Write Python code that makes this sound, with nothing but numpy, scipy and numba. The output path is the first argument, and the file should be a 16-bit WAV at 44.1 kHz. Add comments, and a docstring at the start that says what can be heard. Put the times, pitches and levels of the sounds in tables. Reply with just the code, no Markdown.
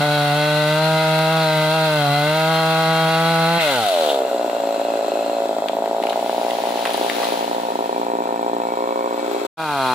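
"""A two-stroke chainsaw cuts through a trunk at full throttle, coasts down and sputters at idle.
The hinge wood cracks and the tree crashes through the undergrowth as the microphone turns from the saw.
The sound breaks off for an instant and returns with the saw winding down once more.
One exhaust pulse a turn rings the muffler; chain impacts ring the bar and cover.
Tearing fibres make the cracks, countless twig clicks the crash; trunks and leaves scatter both."""
import sys
import numpy as np
from scipy import signal
from scipy.fft import rfft, irfft
from scipy.io import wavfile
from scipy.ndimage import uniform_filter1d, map_coordinates
from numba import njit

SR = 44100
rng = np.random.default_rng(int(sys.argv[2]) if len(sys.argv) > 2 else 0)


def waveform_to_disk(signal):
    """Save audio, clipped to [-1, 1], as 16-bit WAV at the path in sys.argv[1]."""
    frames = np.transpose(np.atleast_2d(signal))
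    scaled = np.clip(frames, -1, 1) * 32767
    samples = np.round(scaled).astype(np.int16)
    wavfile.write(sys.argv[1], SR, samples)


N = 438354
T = np.arange(N) / SR

RELEASE_S, RAGGED_S = 3.58, 4.19  # throttle let go; firing turns ragged
BREAK_S = (9.464, 9.57)
CUT_HZ = 172  # reference speed for speed-dependent levels
# idle moves: sawyer steps aside, microphone turns, engine picks up, tone hollows (start [s], end [s])
IDLE_MOVES = [(5.25, 6.02), (6.2, 8.1), (8.68, 8.85), (9.08, 9.3)]
# exhaust puff spectrum (frequency [Hz], level [dB])
PUFF_SPECTRUM = [(30, -57), (70, -32), (120, -27.5), (170, -12.5), (235, 0.5), (400, 10.5), (520, 1.5),
                 (700, 9.5), (960, 2), (1130, -7.5), (1500, -13), (2500, -22.5), (5000, -85)]
# guide bar resonances (frequency [Hz], width [Hz], height [dB])
BAR_RESONANCES = [(2095, 190, 7.5), (2530, 100, 10.5), (2760, 110, 10.5), (3285, 95, 5), (3900, 230, 4),
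                  (9950, 550, 9.5), (10520, 380, 10)]


def amp(db):
    """Decibels to gain."""
    return 10 ** (np.asarray(db) / 20)


def curve(rows):
    """Linear track through (time [s], value) rows."""
    return np.interp(T, *np.transpose(rows))


def ramp(start_s, end_s):
    """Linear rise from 0 to 1."""
    return np.clip((T - start_s) / max(end_s - start_s, 1e-3), 0, 1)


def moved(first, *changes):
    """Idle setting over time: first value plus one change per idle move."""
    return first + sum(change * ramp(*span) for change, span in zip(changes, IDLE_MOVES))


def at_hz(points, hz):
    """Interpolate on a log-frequency axis."""
    point_hz, value = np.transpose(points)
    return np.interp(np.log(hz + 1), np.log(point_hz), value)


def steady(x, size=6000):
    """Scale to a running rms of 1."""
    power = np.atleast_2d(x ** 2).mean(0)
    return x / np.sqrt(abs(uniform_filter1d(uniform_filter1d(power, size), size)) + 1e-14)


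def wander(per_s):
    """Random drift through unit-variance knots."""
    knots = np.arange(0, T[-1] + 1, 1 / per_s)
    return np.interp(T, knots, rng.standard_normal(N)[:len(knots)])


def per_firing(firings, count):
    """Rows of Gaussian draws, one column per firing."""
    return rng.standard_normal((N // 100, count))[:len(firings)].T


def delayed(x, ms):
    """Fractional delay, constant or moving."""
    return map_coordinates(x, [(T - ms / 1000) * SR], order=3)


def colour(x, spectrum, modes=(), size=4096):
    """Minimum-phase filter: smooth spectrum plus resonant bumps."""
    hz = np.fft.rfftfreq(size, 1 / SR)
    bumps_db = sum(db / (1 + (2 * (hz - centre) / width) ** 2) for centre, width, db in modes)
    cepstrum = irfft(np.log(amp(at_hz(spectrum, hz) + bumps_db)))
    cepstrum[1:size // 2] *= 2
    cepstrum[size // 2 + 1:] = 0
    impulse = irfft(np.exp(rfft(cepstrum)))
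    filtered = signal.oaconvolve(np.atleast_2d(x), impulse[None], axes=1)
    return filtered[:, :x.shape[-1]].reshape(x.shape)


@njit
def smooth(x, pole):
    """Low-pass with one moving pole."""
    y = x.copy()
    for i in range(1, len(x)):
        y[i] = pole[i] * y[i - 1] + (1 - pole[i]) * x[i]
    return y


def resonate(x, hz, width_hz, stages=1):
    """Moving resonance: shift to 0 Hz, low-pass, shift back."""
    carrier = np.exp(2j * np.pi * np.cumsum(hz * np.ones(N)) / SR)
    pole = np.exp(-np.pi * width_hz / SR) * np.ones(N)
    for _ in range(stages):
        x = 2 * (carrier * smooth(x / carrier, pole)).real
    return x


def spread(pair, lean):
    """Partly correlate two noises and lean most of their treble left."""
    # (frequency [Hz], left-right correlation [-1..1])
    correlation = [(200, 0.5), (1000, -0.5), (2000, 0.5), (4000, 0.36), (8000, -0.09), (15000, -0.3)]
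    # (frequency [Hz], left minus right at lean 1 [dB])
    balance = [(200, -1), (1000, 9.5), (2000, 4), (4000, 6.5), (7000, -6), (10000, 22.5), (14000, 15)]
    left, other = rfft(pair)
    hz = np.fft.rfftfreq(N, 1 / SR)
    alike = np.clip(at_hz(correlation, hz), -1, 1)
    right = alike * left + np.sqrt(1 - alike ** 2) * other
    side_db = lean * at_hz(balance, hz) / 2
    return irfft(np.array([left * amp(side_db), right * amp(-side_db)]), N)


def pulses(times_s, sizes, order=8):
    """Band-limited clicks at exact times."""
    at = np.floor(times_s * SR).astype(int)[:, None] + np.arange(-order, order + 1)
    offset = at - times_s[:, None] * SR
    shape = sizes[:, None] * np.sinc(offset) * np.sinc(offset / (order + 1))
    return np.bincount(np.clip(at, 0, N - 1).ravel(), shape.ravel(), N)


def forest_air(level_db=-85):
    """Faint, low background noise."""
    # (frequency [Hz], level [dB])
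    air_spectrum = [(25, -10), (60, -34), (150, -17), (1000, -26), (5000, -44), (15000, -47)]
    return amp(level_db) * steady(colour(spread(rng.standard_normal((2, N)), lean=0), air_spectrum))


def thicket(x, t60_s, echoes_per_s=2000, size=22050):
    """Trunks and leaves scatter sparse echoes, different on each side."""
    t = np.arange(size) / SR
    taps = rng.standard_normal((2, size)) * (rng.random((2, size)) < echoes_per_s / SR)
    taps *= (t > .004) * amp(-60 * t / t60_s)
    return signal.oaconvolve(x, taps / np.linalg.norm(taps, axis=1, keepdims=True), axes=1)[:, :N]


def falling_crown(landing_s=7.29, landing_db=-26.5, rise_db_per_s=7.5, settle_s=0.16, twigs_per_s=500):
    """Twigs break and leaves brush, louder until the crown lands, then settling."""
    # (frequency [Hz], level [dB])
    leaf_spectrum = [(40, -54), (100, -30), (500, 7.5), (1300, -5), (2200, -4.5), (4000, -3), (5200, -10.5),
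                     (7500, -15.5), (9000, -20.5), (10300, -13), (11500, -22.5), (15500, -16)]
    size = amp(2.5 * np.minimum(rng.exponential(1, (2, N)), 4.5))
    twigs = size * rng.choice([-1, 1], (2, N)) * (rng.random((2, N)) < twigs_per_s / SR)
    swish = 0.18 * rng.standard_normal((2, N))
    rustle = steady(colour(spread(twigs + swish, lean=0.51), leaf_spectrum))
    rise = amp(landing_db - rise_db_per_s * np.maximum(landing_s - T, 0))
    settle = 1 / (1 + np.maximum(T - landing_s, 0) / settle_s)
    return rustle * rise * settle * ramp(5.61, 6.29) * (1 - ramp(8.02, 8.1))


def cracking_wood(level_db=-1, width_octaves=0.39, splinter_db=3, snap_s=0.0025, size=8192):
    """Each crack is a quick run of tearing fibres, coloured by the size of the piece."""
    # (time [s], relative peak [dB], centre [Hz], t60 [s])
    cracks = [(4.4974, -24.5, 1442, .028), (5.585, -29, 1360, 0.038), (5.6849, -17, 2488, 0.038),
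              (5.858, -26, 1598, .03), (6.0263, -25, 1906, 0.044), (6.0365, -24, 2010, 0.028),
              (6.0685, -23, 2060, .03), (6.096, -20.5, 3520, 0.1), (6.129, -20, 1433, .035),
              (6.2937, -23, 1337, 0.029), (6.508, -22, 2750, 0.019), (6.7844, -27, 2390, 0.046),
              (6.8533, -17, 1950, 0.031), (6.8708, -20.5, 2084, 0.047), (6.9041, -24.5, 2120, .03),
              (6.934, -25, 10500, .012), (6.9406, -21, 3500, .05), (6.973, -27, 10000, .02),
              (7.0823, -35, 10480, 0.011), (7.098, -11.5, 2200, 0.013), (7.23, -15, 1204, 0.053),
              (7.2436, -23, 3645, .075)]
    # (frequency [Hz], level [dB])
    crack_spectrum = [(40, -56), (200, -37), (900, 7), (1600, -3), (4200, -4), (5500, -13), (7500, -11),
                      (10000, -6), (15500, -17)]
    # (frequency [Hz], width [Hz], height [dB])
    wood_modes = [(2070, 230, 1), (2890, 89, 6), (3280, 90, 5), (3780, 260, 5.5)]
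    out = np.zeros((2, N + size))
    t, hz = np.arange(size) / SR, np.fft.rfftfreq(size, 1 / SR)
    for start_s, db, centre_hz, t60_s in cracks:
        fibres = rng.standard_normal((3, size))  # common, left, right
        fibres *= amp(splinter_db * np.repeat(rng.standard_normal(size // 64), 64))
        envelope = amp(-60 * t / t60_s) + 0.77 * np.exp(-(t / snap_s) ** 4)
        burst = (fibres[0] + 1.3 * fibres[1:]) * envelope
        body = 1 / (1 + 1j * np.log2((hz + 1) / centre_hz) / width_octaves)
        snap = colour(irfft(rfft(burst) * body), crack_spectrum, wood_modes)
        peak_rms = np.sqrt(uniform_filter1d(snap[0] ** 2, size=88).max())
        out[:, round(start_s * SR):][:, :size] += amp(db + level_db) * snap / peak_rms
    return out[:, :N]


def throttle_shut(closing_s=0.0069):
    """0 wide open, 1 shut."""
    return ramp(RELEASE_S, RELEASE_S + closing_s)


def momentum(coast_s=.304):
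    """Remaining share of the cutting speed above idle."""
    return np.exp(-(np.maximum(T - RELEASE_S, 0) / coast_s) ** 1.3)


def engine_hz():
    """Speed follows the load, coasts to a hunting idle, and winds down again after the break."""
    # each (time [s], speed [Hz])
    cut_speed = [(0.0, 145.2), (0.05, 148.3), (0.3, 145.9), (0.39, 149.4), (0.66, 151.4), (0.87, 158.3),
                 (1.19, 157.5), (1.36, 161.1), (1.51, 156), (1.67, 154.7), (1.75, 160), (1.87, 156.3),
                 (2.07, 142.8), (2.22, 147.1), (2.35, 157.3), (2.5, 161.1), (3.08, 161.6), (3.28, 165.2),
                 (3.42, 163.5), (3.58, 168.9)]
    idle_speed = [(4.4, 57.18), (4.6, 55.85), (4.77, 55.58), (4.9, 57.06), (5.08, 54.34), (5.3, 57.41),
                  (5.45, 55.44), (5.62, 53.37), (5.75, 55.46), (6.0, 56.29), (6.25, 58.94), (6.6, 58.11),
                  (7.0, 59.07), (7.15, 57.76), (7.6, 57.74), (8.1, 57.99), (8.6, 57.98), (8.92, 59.43),
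                  (9.15, 59.2), (9.45, 58.54)]
    wind_down_speed = [(9.58, 161.6), (9.638, 159.6), (9.67, 151.7), (9.824, 131.1), (9.94, 124.5)]
    hz = curve(idle_speed) + (curve(cut_speed) - curve(idle_speed)) * momentum()
    return np.where(T < np.mean(BREAK_S), hz, curve(wind_down_speed))


def crank(waver=0.002062, lap_turns=16.5, lap_tug=.0022, anchor_firing_s=5.6586):
    """Turn count and firing times [s], one a turn; above 80 Hz each chain lap tugs at the speed."""
    hz = engine_hz()
    lap = np.sin(2 * np.pi * np.cumsum(hz) / SR / lap_turns)
    wobble = (waver * wander(40) + lap_tug * lap) * (hz > 80)
    turns = np.cumsum(hz * (1 + wobble)) / SR
    turns -= np.interp(anchor_firing_s, T, turns) % 1
    return turns, np.interp(np.arange(1, turns[-1]), turns, T)


def ringing_metal(firings, knock_db=3, buzz=0.045, fade_s=0.13):
    """Each turn knocks the bar and loose cover, which ring in turn as the saw is swung about."""
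    # (start [s], end [s], frequency [Hz], width [Hz], level [dB])
    rings = [(4.101, 4.7, 1410, 110, -46), (4.549, 5.451, 2580, 25, -48.5), (4.1, 5.45, 2780, 50, -48),
             (4.6, 5.5, 4130, 80, -47.5), (7.302, 9.4, 1816, 50.22, -51.5), (7.75, 8.65, 2341, 90.1, -49.5),
             (8.549, 9.562, 2260, 59.6, -46.5), (8.7, 9.56, 1080, 60, -55), (9.692, 10.101, 4120, 30, -38)]
    size, late_ms = per_firing(firings, 2)
    knocks = pulses(firings + late_ms / 1000, amp(knock_db * size)) + buzz * rng.standard_normal(N)
    out = np.zeros(N)
    for start_s, end_s, hz, width_hz, db in rings:
        ring = signal.lfilter(*signal.iirpeak(hz, hz / width_hz, fs=SR), knocks)
        gate = ramp(start_s, start_s + fade_s) * (1 - ramp(end_s - fade_s, end_s))
        out += steady(ring, size=12000) * amp(db) * gate
    return out


def impacts(turns, spectrum, modes, throb, surge_turns, knock_db, lean, flicker_db=1.5):
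    """Dense small impacts ring the metal and surge every turn, some turns harder."""
    knock = amp(knock_db * rng.standard_normal(2000))[turns.astype(int)]
    surge = 1 + throb * knock * np.exp(-(turns % 1) / surge_turns)
    hits = rng.standard_normal((2, N)) * surge * amp(flicker_db * wander(500))
    return steady(colour(spread(hits, lean), spectrum, modes))


def idle_clatter(turns):
    """The engine rattles its case at idle."""
    # (frequency [Hz], level [dB])
    rattle_spectrum = [(40, -22), (200, -6.5), (850, 8.5), (1150, -3), (1450, -5), (1830, -13),
                       (2400, -14.5), (3000, -18.5), (4200, -9), (5000, -12.5), (6300, -15.5),
                       (9000, -22.5), (12000, -27.5), (15500, -23)]
    # (frequency [Hz], width [Hz], height [dB])
    case_modes = [(1380, 440, 6.8), (2020, 560, 8.2), (2614, 140, 12.6), (3290, 770, 12), (4000, 410, 6.1),
                  (7570, 800, 14.3), (10300, 440, 7.5), (13500, 270, 18)]
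    rattle = impacts(turns, rattle_spectrum, case_modes,
                     throb=0.22, surge_turns=0.41, knock_db=6, lean=0.72)
    return rattle * amp(moved(-31, -4.5, 0.4, 0, 5)) * ramp(3.9, 4.05)


def chain_whine(firings, level_db=-28.5, shifts_per_s=7, links=7):
    """Links strike at the same places in every turn; their strengths shift with the bite."""
    # (frequency [Hz], level [dB])
    whine_spectrum = [(1200, -45), (1750, -16), (2100, -6.5), (3000, -21), (3600, -11.5), (4100, -6),
                      (4450, -11.5), (4800, -22), (6500, -36.5)]
    # chain and cover (frequency [Hz], width [Hz], height [dB])
    whine_modes = [(2018, 140, 5.5), (2380, 120, -7), (2738, 170, 14.5), (3240, 170, 11.5), (4070, 125, 4)]
    turn = np.arange(len(firings))
    strikes = np.zeros((2, N))
    for place in (np.arange(links) + rng.random(links)) / links:
        link = pulses(np.interp(turn[:-1] + place, turn, firings), np.ones(len(turn) - 1))
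        strikes += link * np.array([wander(shifts_per_s), wander(shifts_per_s)])
    whine = steady(colour(spread(strikes, lean=0.51), whine_spectrum, whine_modes))
    return whine * amp(level_db) * (1 - ramp(3.7, 4.1))


def singing_bar(turns, level_db=-32.5, db_per_octave=28, freed_db=11):
    """The chain rattles the guide bar: louder with speed, and once the wood lets go."""
    # (frequency [Hz], level [dB])
    bar_spectrum = [(300, -51), (1200, -20), (1700, -12), (2000, -1), (2350, -12.5), (2750, -7.5),
                    (3100, -18), (4500, -25), (8000, -54)]
    ring = impacts(turns, bar_spectrum, BAR_RESONANCES,
                   throb=0.51, surge_turns=.3, knock_db=2.5, lean=0.13)
    db = level_db + db_per_octave * np.log2(engine_hz() / CUT_HZ) + freed_db * throttle_shut()
    return ring * amp(db) * (T < BREAK_S[0])


def running_chain(turns, wind_down_gain, rasp_db=-26, hiss_db=-22.5, clutch_s=4.12, stop_db_per_s=139):
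    """The chain rasps in the wood, hisses once free, runs out with a scrape; rasps in the wind-down."""
    # each (frequency [Hz], level [dB])
    rasp_spectrum = [(25, -38), (80, -12.5), (200, -15), (400, -15.5), (700, -0.5), (900, -1), (1080, -6),
                     (1400, 2.5), (1780, -9.5), (2400, -13.5), (2950, -12), (3300, -5), (4400, -5.5),
                     (5000, -13), (6500, -18), (8000, -16.5), (9100, -24.5), (11600, -25.5), (15500, -19.5)]
    hiss_spectrum = [(40, -44), (200, -13), (700, -12), (1100, -2.5), (1450, 1.5), (1800, -10.5),
                     (2600, -4.5), (3400, 0.5), (4200, -0.5), (5000, -12), (6500, -14), (8000, -12),
                     (9100, -19.5), (10400, -13.5), (11800, -21), (15500, -19)]
    rasp = impacts(turns, rasp_spectrum, BAR_RESONANCES,
                   throb=0.14, surge_turns=0.42, knock_db=-1, lean=0.52)
    hiss = impacts(turns, hiss_spectrum, (),
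                   throb=0.32, surge_turns=.3, knock_db=6, lean=0.51, flicker_db=-1)
    scrape = steady(resonate(hiss[0], hz=3260, width_hz=900, stages=2))
    free = ramp(RELEASE_S, RELEASE_S + 0.032)
    rasp_gain = amp(rasp_db) * (1 - free) + amp(-8.5) * wind_down_gain
    slowing_db = 3.5 * np.log2(engine_hz() / CUT_HZ) - stop_db_per_s * np.maximum(T - clutch_s, 0)
    hiss_gain = free * amp(hiss_db + slowing_db)
    scrape_gain = amp(-23.5) * np.exp(-((T - 4.102) / 0.015) ** 2)
    return rasp * rasp_gain + hiss * hiss_gain + scrape * scrape_gain


def coasting_ring(firings, width_hz=30):
    """Harmonics of the slowing engine swell in turn as they cross the muffler's resonances."""
    # (harmonic [number], loudest at [Hz], level [dB], loss an octave away [dB])
    swells = [(4, 570, -26, 110), (7, 640, -20.5, 42), (9, 590, -27, 100), (12, 1420, -32, 150)]
    puffs = colour(-pulses(firings, np.ones(len(firings))), PUFF_SPECTRUM)
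    out = np.zeros(N)
    for harmonic, peak_hz, db, loss_db in swells:
        hz = harmonic * engine_hz()
        ring = steady(resonate(puffs, hz, width_hz), size=2000)
        out += ring * amp(db - loss_db * np.log2(hz / peak_hz) ** 2)
    return out * throttle_shut() * (1 - ramp(4.18, 4.64))


def misfires(firings, rebound=.17, dip_s=(7.09, 7.18), dip_db=-5.5):
    """Gain [dB] per firing: some burn weakly, and unburnt fuel makes the next one louder."""
    # every second turn misfires (start [s], misfires [count], gain [dB])
    stumbles = [(4.236, 1, -7), (4.298, 1, -3), (4.381, 1, -4), (4.431, 1, -4), (4.516, 1, -7),
                (4.585, 3, -5), (4.781, 1, -8), (4.834, 1, -9), (4.869, 1, -4), (4.922, 1, -4),
                (5.066, 3, -8), (5.245, 3, -5), (5.476, 1, -7), (5.55, 1, -7), (5.605, 1, -7),
                (5.679, 3, -9), (5.806, 1, -5), (5.895, 1, -4), (6.02, 1, -10), (6.143, 1, -7),
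                (6.212, 4, -6), (6.364, 2, -4), (6.57, 1, -5), (6.622, 1, -9), (6.844, 1, -5),
                (6.928, 3, -7), (7.306, 1, -9), (7.462, 2, -11), (7.618, 1, -4), (7.739, 2, -11),
                (7.879, 3, -9), (7.999, 1, -5), (8.051, 1, -8), (8.24, 1, -4), (8.377, 3, -5),
                (8.516, 3, -6), (8.756, 1, -6), (8.942, 1, -7), (9.093, 1, -4), (9.161, 1, -6),
                (9.212, 1, -6), (9.296, 2, -7), (9.398, 2, -7)]
    weak_turns = np.cumsum(rng.integers(3, 7, size=1000))
    weak = np.isin(np.arange(len(firings)), weak_turns) & (firings > RAGGED_S)
    gain_db = rng.uniform(-3, -.5, size=2000)[:len(firings)] * weak
    for start_s, count, db in stumbles:
        first = np.argmin(abs(firings - start_s))
        gain_db[first - 1:first + 2 * count] = 0
        gain_db[first:first + 2 * count:2] = db
    gain_db -= rebound * np.roll(gain_db, 1)
    in_dip = (firings > dip_s[0]) & (firings < dip_s[1])  # brief weakening as the trunk comes down
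    return np.where(in_dip, dip_db, gain_db)


def near_echoes(puffs):
    """Nearby trunks and the ground throw each puff back."""
    # (delay [ms], gain before the microphone turns [ratio], gain after [ratio])
    echoes = [(3.2, 0.024, 0.01), (7.3, 0.24, 0.26), (10.4, 0.01, 0.01), (13.6, 0.23, 0.028)]
    turned = ramp(*IDLE_MOVES[1])
    return sum((before + (after - before) * turned) * delayed(puffs, ms) for ms, before, after in echoes)


def idle_exhaust(firings, uneven_db=-0.3, jitter_ms=0.24, low_cut_hz=90):
    """Separate puffs ring the muffler, the harder the brighter; a misfire leaves a hollow cough."""
    size, late, cough, drag = per_firing(firings, 4) * (firings > RAGGED_S)
    misfire_db = misfires(firings)
    bang_db = uneven_db * size + misfire_db
    gas_db = 1.5 * cough - .4 * np.maximum(misfire_db, -8)
    times_s = firings + late * jitter_ms / 1000
    gas = colour(-pulses(times_s + .0004 * drag, amp(gas_db)), PUFF_SPECTRUM)
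    bang = colour(-pulses(times_s, amp(bang_db)), PUFF_SPECTRUM)
    edge = colour(-pulses(times_s, amp(1.69 * bang_db)), PUFF_SPECTRUM)
    hollow = resonate(gas, hz=moved(252, -90, 12, 27, 156), width_hz=260, stages=2)
    muffler = resonate(bang, hz=moved(606, 30, 69, -17, -110), width_hz=moved(157, 9, 73, 0, -58))
    bright = resonate(edge, hz=moved(934, -110, 136, 94, -40), width_hz=280, stages=2)
    thin = resonate(bang, hz=moved(563.5, 1, -41.5, 11, 5), width_hz=20.6)  # lasts from puff to puff
    coasting = momentum()
    # (signal, level [dB])
    voices = [(bang, moved(-45, 9, 9.5, 1, -2.5)),
              (hollow, moved(-32.5, 0, 0, -10.5, 14) - 20 * coasting),
              (muffler, moved(-25.5, 1.5, -10.5, -12, -11) + 3 * coasting),
              (bright, moved(-51.5, 18, 2, 3, -14)),
              (thin, moved(-28, -7.5, 2, 4, -3.5) - 40 * coasting)]
    puffs = sum(steady(voice, size=12000) * amp(db) for voice, db in voices)
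    puffs = signal.sosfilt(signal.butter(2, low_cut_hz, "high", fs=SR, output="sos"), puffs)
    return (puffs + near_echoes(puffs) * ramp(4.03, 4.07)) * ramp(3.74, 3.96) ** 2


def strokes(firings, suck, lag_turns, jitter_ms, uneven_db):
    """Each turn gives a blast and, part of a turn later, an opposite pulse of suction."""
    late, size, suck_late, suck_size = per_firing(firings, 4)
    blast = pulses(firings + late * jitter_ms / 1000, amp(uneven_db * size))
    suction_s = firings + lag_turns * np.gradient(firings) + suck_late * jitter_ms / 1000
    return suck * pulses(suction_s, amp(uneven_db * suck_size)) - blast


def wind_down_exhaust(firings):
    """The slowing exhaust heard from another side, brighter."""
    # (frequency [Hz], level [dB])
    bark_spectrum = [(60, -47), (140, 5), (270, 6.5), (500, 2.5), (680, -2.5), (880, 18), (1100, 6),
                     (1400, 9.5), (1620, 1.5), (1800, -22), (2500, -13.5), (4200, -53), (6000, -56)]
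    # muffler and cover (frequency [Hz], width [Hz], height [dB])
    bark_modes = [(679, 86, 19.5), (1410, 300, -0.5), (2447, 220, 16.5), (4120, 250, 9)]
    drive = strokes(firings, suck=0.2, lag_turns=0.163, jitter_ms=0.02, uneven_db=1.0)
    return steady(colour(drive, bark_spectrum, bark_modes), size=2000)


def full_throttle_exhaust(turns, firings, db_per_octave=6.5, flutter_db=1.36):
    """Hard, even firing: a bark that grows with speed, over a boom at the firing rate."""
    # (frequency [Hz], level [dB])
    bark_spectrum = [(30, -37.5), (100, -12), (200, 6), (285, 8), (325, 0.5), (435, -1.5), (480, -1.5),
                     (620, -3), (880, -6), (950, -5.5), (1180, -8.5), (1290, 0.5), (1500, 4.5), (1620, -6),
                     (1720, -26), (2100, -24), (4100, -23.5), (6000, -44.5)]
    # muffler resonances and echo notches (frequency [Hz], width [Hz], height [dB])
    bark_modes = [(613, 109, 16), (724.6, 30, 14.5), (766, 24.4, -10.5), (816, 115, 12), (940, 55, 8.5),
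                  (1107, 20, -14.5), (1136, 52, 10.5), (1343, 19, -9.5)]
    drive = strokes(firings, suck=0.26, lag_turns=0.4554, jitter_ms=0.0054, uneven_db=0.37)
    bark = steady(colour(drive, bark_spectrum, bark_modes), size=2000)
    boom = -np.sqrt(2) * np.cos(2 * np.pi * turns)
    shut = throttle_shut()
    bark_db = (-17.5 + db_per_octave * np.log2(engine_hz() / CUT_HZ)) * (1 - shut) - 22 * shut
    boom_db = -22.5 * (1 - shut) - 35.5 * shut + flutter_db * wander(19)
    return bark * amp(bark_db) * (1 - ramp(3.78, 3.94)) + boom * amp(boom_db) * (1 - ramp(3.82, 3.88))


def chainsaw(wind_down_db=-19, swell_end_s=9.855, swell_db_per_s=22):
    """One crank drives exhaust, chain and metal; the left side lags as the microphone turns."""
    # (time [s], left lag [ms])
    bearing = [(0, 0), (6, .07), (6.8, .17), (7.4, .33), (9.47, .33), (9.55, 0)]
    turns, firings = crank()
    after_break = ramp(9.5, 9.52)
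    wind_down_gain = after_break * amp(wind_down_db - swell_db_per_s * np.maximum(swell_end_s - T, 0))
    exhaust = full_throttle_exhaust(turns, firings) + coasting_ring(firings) + idle_exhaust(firings)
    exhaust = exhaust * (1 - after_break) + wind_down_exhaust(firings) * wind_down_gain
    clatter = idle_clatter(turns) * (1 - after_break)
    chain = running_chain(turns, wind_down_gain) + singing_bar(turns) + chain_whine(firings)
    left, right = exhaust + chain + clatter
    return np.array([delayed(left, curve(bearing)), right]) + ringing_metal(firings)


def scene():
    """Saw and falling tree in a forest, in stereo."""
    saw, crown, cracks, air = chainsaw(), falling_crown(), cracking_wood(), forest_air()
    saw_scatter = amp(-22) * thicket(saw, t60_s=.3)
    tree_scatter = thicket(amp(-4) * crown + amp(-7.5) * cracks, t60_s=0.47)
    return air + tree_scatter + saw_scatter + crown + cracks + saw


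def record(dry, cutoff_hz=15650):
    """Brief break with a fade back in, then a low-pass."""
    stop_s, resume_s = BREAK_S
    gate = 1 - ramp(stop_s, stop_s + 0.004) + ramp(resume_s, resume_s + 0.031)
    low_pass = signal.firwin(511, cutoff_hz, window=("kaiser", 9), fs=SR)
    return signal.oaconvolve(dry * gate, low_pass[None], "same")


dry = scene()
out = record(dry)
waveform_to_disk(out)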